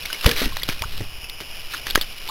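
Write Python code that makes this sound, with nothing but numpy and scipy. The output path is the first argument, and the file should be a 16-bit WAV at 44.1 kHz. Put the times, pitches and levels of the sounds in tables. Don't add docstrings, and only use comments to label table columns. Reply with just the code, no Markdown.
import sys
import numpy as np
from scipy import signal
from scipy.fft import rfft, irfft, next_fast_len
from scipy.io import wavfile
from scipy.ndimage import map_coordinates

SR = 44100
rng = np.random.default_rng(int(sys.argv[2]) if len(sys.argv) > 2 else 0)


def master_out(mix):
    frames = np.transpose(np.atleast_2d(mix))
    ceiling = np.clip(frames, -1, 1)
    pcm = np.round(ceiling * 32767).astype(np.int16)
    wavfile.write(sys.argv[1], SR, pcm)


N = 101429

# time in seconds, level in dB.
RUB_LEVEL = [(0, -38.5), (.05, -42.5), (.08, -41), (.14, -36), (.175, -39.5), (.235, -32.5), (.275, -25),
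             (.31, -27), (.36, -33.5), (.378, -25.5), (.43, -23.5), (.46, -32.5), (.49, -40), (.6, -40),
             (.675, -38), (.725, -30.5), (.765, -42), (.86, -46), (.995, -39), (1.04, -52), (1.38, -83),
             (1.41, -32), (1.45, -55), (1.69, -47.5), (1.74, -32.5), (1.78, -38.5), (1.85, -52),
             (1.87, -30.5), (1.93, -40), (2.03, -38), (2.08, -49), (2.24, -45), (2.3, -36)]
# frequency in Hz, relative level in dB.
CASE_COLOUR = [(80, -8), (400, -11.5), (1000, -6), (2000, 2), (3100, 1)]


def amp(db):
    return 10 ** (np.asarray(db) / 20)


def unit(x):
    return x / np.sqrt(np.mean(x ** 2) + 1e-20)


def along(points, hz):
    f, db = np.transpose(points)
    return np.interp(np.log(hz + 1), np.log(np.sort(f) + 1), db)


def curve(rows):
    return np.interp(np.arange(N) / SR, *np.transpose(rows))


def wobble(rate):
    knots = rng.standard_normal(int(N * rate / SR) + 4)
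    return map_coordinates(knots, [np.arange(N) * rate / SR])


def impulses(per_second):
    return (rng.random(N) < per_second / SR) * rng.choice([-1, 1], N)


def resonance(f, hz, octaves):
    return 1 / (1 + (np.log2((f + 1) / hz) / octaves) ** 2)


def case_db(f, hz):
    return along(CASE_COLOUR, f) + 6.5 * resonance(f, hz, octaves=0.2)


def coloured(x, db_at, band_hz=4300):
    size = 2 * next_fast_len(len(x) // 2 + SR // 10)
    f = np.fft.rfftfreq(size, 1 / SR)
    band = 1 / (1 + (f / band_hz) ** 20) ** .5
    cepstrum = irfft(np.log(band * amp(db_at(f))), size)
    cepstrum[1:size // 2] *= 2
    cepstrum[size // 2 + 1:] = 0
    return irfft(rfft(x, size) * np.exp(rfft(cepstrum)), size)[:len(x)]


def burst(t60, db_at):
    decay = 1000.0 ** (-np.arange(SR // 5) / SR / t60)
    noise = coloured(decay * rng.choice([-1, 1], len(decay)), db_at)
    return noise * np.linalg.norm(decay) / np.linalg.norm(noise)


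def ring(hz, t60):
    t = np.arange(SR // 5) / SR
    return np.sin(2 * np.pi * hz * t) * np.exp(-np.log(1000) * t / t60)


def add(track, start, x):
    part = track[max(round(start * SR), 0):][:len(x)]
    part += x[:len(part)]


def water(flutter_db=0.85):
    # frequency in Hz, relative level in dB.
    hiss_colour = [(60, -18), (600, -9.5), (1500, -12.5), (2100, -11.5), (2450, 1), (2700, -4), (2920, 5),
                   (3100, -3.5), (3400, -7.5), (3900, -19.5)]
    # time in seconds, level in dB.
    hiss_level = [(0, -37), (.5, -40), (.9, -40.5), (1.2, -38.5), (1.7, -37.5), (2.3, -39)]
    hiss = unit(coloured(rng.standard_normal(N), lambda f: along(hiss_colour, f)))
    return hiss * amp(curve(hiss_level) + flutter_db * wobble(40.13))


def plinks(splash_db=-13.5):
    # start in seconds, level in dB, pitch in Hz, t60 in seconds.
    drips = [(0.0231, -22.5, 2650, 0.014), (0.032, -26, 3460, 0.029), (.055, -18.5, 2200, 0.032),
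             (0.0582, -19, 3650, 0.015), (.1015, -23, 1517, 0.046), (.129, -14.5, 2940, 0.031),
             (0.146, -21.5, 2190, 0.034), (.2105, -21, 2730, .04), (0.364, -15, 2340, .014),
             (0.5225, -29, 1070, 0.042), (.532, -30, 3420, 0.013), (.5976, -26, 3800, 0.03),
             (0.6329, -12.5, 3390, 0.021), (.6338, -20.5, 3800, 0.022), (.793, -23, 2486, 0.027),
             (0.894, -27, 3340, 0.0077), (.908, -34, 3550, 0.037), (1.2428, -27, 2623, 0.058),
             (2.0127, -9.5, 3460, 0.019), (2.0175, -18.5, 3760, 0.025), (2.022, -21, 3055, 0.042)]
    out = np.zeros(N)
    for start, db, hz, t60 in drips:
        splash = amp(splash_db) * burst(t60, lambda f: case_db(f, hz))
        add(out, start, amp(db) * (ring(hz, t60) + splash))
    return out


def sway():
    # frequency in Hz, relative level in dB.
    rumble_colour = [(5, 8.5), (12, 10), (25, -6.5), (45, -10.5), (80, -14.5), (150, -22.5), (400, -43),
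                     (1500, -63)]
    # time in seconds, level in dB.
    rumble_level = [(0, -30.5), (.2, -41.5), (.32, -28.5), (.5, -23.5), (.72, -27.5), (.82, -30),
                    (1.02, -23.5), (1.12, -33), (1.25, -35), (1.4, -34), (1.68, -36), (1.95, -29.5),
                    (2.15, -35.5), (2.3, -31.5)]
    rumble = unit(coloured(rng.standard_normal(N), lambda f: along(rumble_colour, f)))
    return rumble * amp(curve(rumble_level))


def thuds():
    # start in seconds, level in dB, pitch in Hz, t60 in seconds.
    hand_thuds = [(.812, -22.5, 74.4, 0.075), (1.0105, -27.5, 103, 0.098), (1.183, -29, 65.4, .05),
                  (1.234, -26, 48, 0.065)]
    out = np.zeros(N)
    for start, db, hz, t60 in hand_thuds:
        add(out, start, amp(db) * ring(hz, t60))
    return out


def crackle(level_db=-46.5, spread_db=12, low_cut_db=18, low_cut_hz=1920, follows_rub=0.37):
    ticks = impulses(per_second=170) * amp(spread_db * rng.random(N))
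    colour = lambda f: along(CASE_COLOUR, f) - low_cut_db / (1 + (f / low_cut_hz) ** 10)
    rub_db = curve(RUB_LEVEL)
    return unit(coloured(ticks, colour)) * amp(level_db + follows_rub * (rub_db - rub_db.mean()))


def rubbing(grip_db=2, spread_db=2.5, smooth_gain=0.58):
    # frequency in Hz, relative level in dB.
    rub_colour = [(100, -24.5), (400, -4), (800, -11), (1500, 0), (2600, -1.5), (3500, 1.5)]
    catches = impulses(per_second=1400) * amp(spread_db * np.clip(rng.standard_normal(N), -2, 2))
    friction = unit(catches) + smooth_gain * rng.standard_normal(N)
    rub = coloured(friction, lambda f: along(rub_colour, f))
    grip = amp(grip_db * wobble(130))
    return unit(rub * grip) * amp(curve(RUB_LEVEL))


def squeaks(jitter=0.09, rasp_db=4.5):
    # start and length in seconds, level in dB, first and last pitch in Hz.
    chirps = [(0.311, 0.012, -23, 1730, 1690), (0.618, 0.007, -27.5, 2000, 2100),
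              (0.819, 0.014, -28.5, 887, 945), (0.832, 0.0093, -23, 1070, 1280),
              (0.8412, 0.0068, -23, 1350, 1360), (1.734, 0.016, -23.5, 1402, 1530),
              (2.287, 0.015, -26.5, 870, 1130)]
    out = np.zeros(N)
    for start, length, db, first_hz, last_hz in chirps:
        n = int(length * SR)
        hz = np.linspace(first_hz, last_hz, n) * (1 + jitter * wobble(1020)[:n])
        phase = 2 * np.pi * np.cumsum(hz) / SR
        rasp = unit(amp(rasp_db * wobble(643)[:n]))
        add(out, start, amp(db) * signal.windows.tukey(n, .5) * rasp * np.sin(phase))
    return out


def bumps(tone_db=-1, ring_db=5):
    # time in seconds, push level in dB, push swing in seconds, knock level in dB,
    # knock t60 in seconds, knock pitch in Hz.
    impacts = [(0.2637, -8, 0.0045, -17.5, 0.22, 466.6), (0.4181, -17, 0.00079, -22, 0.13, 213),
               (.4580, -18.5, 0.013, -27, 0.12, 238), (0.6888, -24, 0.0014, -20.5, 0.031, 167),
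               (0.855, -27, 0.0039, -39, 0.04, 120), (1.007, -24.5, 0.00084, -25.5, 0.024, 533),
               (1.017, -28, 0.0029, -35.5, 0.11, 233), (1.408, -54, .005, -33.5, 0.081, 397),
               (1.9556, -24, 0.01, -23, 0.028, 820), (1.9756, -33, 0.00039, -13.5, 0.017, 560)]
    # frequency in Hz, relative level in dB.
    body_colour = [(60, -2), (130, 5.5), (310, 5), (480, 1), (620, -3.5), (1200, -14), (2000, -3),
                   (5000, -73)]
    out = np.zeros(N)
    for time, push_db, swing, knock_db, t60, hz in impacts:
        swings = (np.arange(N) / SR - time) / swing
        out -= amp(push_db) * 4 * swings / (1 + swings ** 2) ** 2
        knock = burst(t60, lambda f: along(body_colour, f) + ring_db * resonance(f, hz, octaves=0.21))
        add(out, time, amp(knock_db) * (knock + amp(tone_db) * ring(hz, t60)))
    return out


def clicks(level_db=-3, tone_db=-4, body_edge=0.72):
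    # start in seconds, relative level in dB, pitch in Hz, t60 in seconds,
    # boost or cut in dB below body_edge times the pitch.
    case_clicks = [(0.244, -13, 1170, 0.027, 12.5), (0.26, -4, 4330, 0.011, 9),
                   (0.2631, -1.5, 3000, 0.013, 0), (0.292, -11, 3420, 0.015, 11),
                   (0.3131, -9, 2480, 0.013, -9), (.4567, -11.5, 2370, 0.0083, 8),
                   (0.5683, -11, 3690, 0.013, 6), (0.6885, -8, 3150, 0.015, 5.5),
                   (0.697, -18, 2300, 0.034, 5.5), (0.8209, -4, 2420, 0.0046, -0.5),
                   (1.297, -19.5, 2350, 0.016, -59), (1.4036, -17.5, 3820, 0.0034, 13.5),
                   (1.7375, -23.5, 1720, 0.05, -3), (1.868, -12, 2780, 0.012, 4),
                   (1.9008, -14, 3570, 0.013, -8), (1.9081, -12, 3460, 0.01, -7),
                   (1.9511, -6.5, 2900, 0.013, -11.5), (1.9562, -4, 3260, 0.016, 1),
                   (1.9751, -21.5, 1870, 0.04, 8), (2.2767, -19.5, 2960, 0.0062, -9),
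                   (2.2889, -24, 3980, 0.061, -7)]
    out = np.zeros(N)
    for start, db, hz, t60, body_db in case_clicks:
        colour = lambda f: case_db(f, hz) + body_db / (1 + (f / (body_edge * hz)) ** 10)
        click = burst(t60, colour) + amp(tone_db) * ring(hz, t60)
        add(out, start, amp(db + level_db) * click)
    return out


def snap(start=1.9563):
    # pitch in Hz, level in dB, t60 in seconds.
    case_modes = [(1615, 0.5, 0.013), (1323, -13, 0.031)]
    out = np.zeros(N)
    for hz, db, t60 in case_modes:
        add(out, start, amp(db) * ring(hz, t60))
    return out


def scene():
    background = water() + plinks()
    handling = rubbing() + crackle() + clicks() + snap() + bumps() + thuds() + squeaks() + sway()
    return (background + handling)[None]


def record(dry, hold_hz=8012.75, top_hz=15850):
    instants = np.floor(np.arange(N) * hold_hz / SR) * SR / hold_hz
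    steps = np.clip(map_coordinates(dry[0], [instants]), -1, 1)
    size = next_fast_len(N + SR // 2)
    passband = np.fft.rfftfreq(size, 1 / SR) < top_hz
    return irfft(rfft(steps, size) * passband, size)[None, :N]


dry = scene()
out = record(dry)
master_out(out)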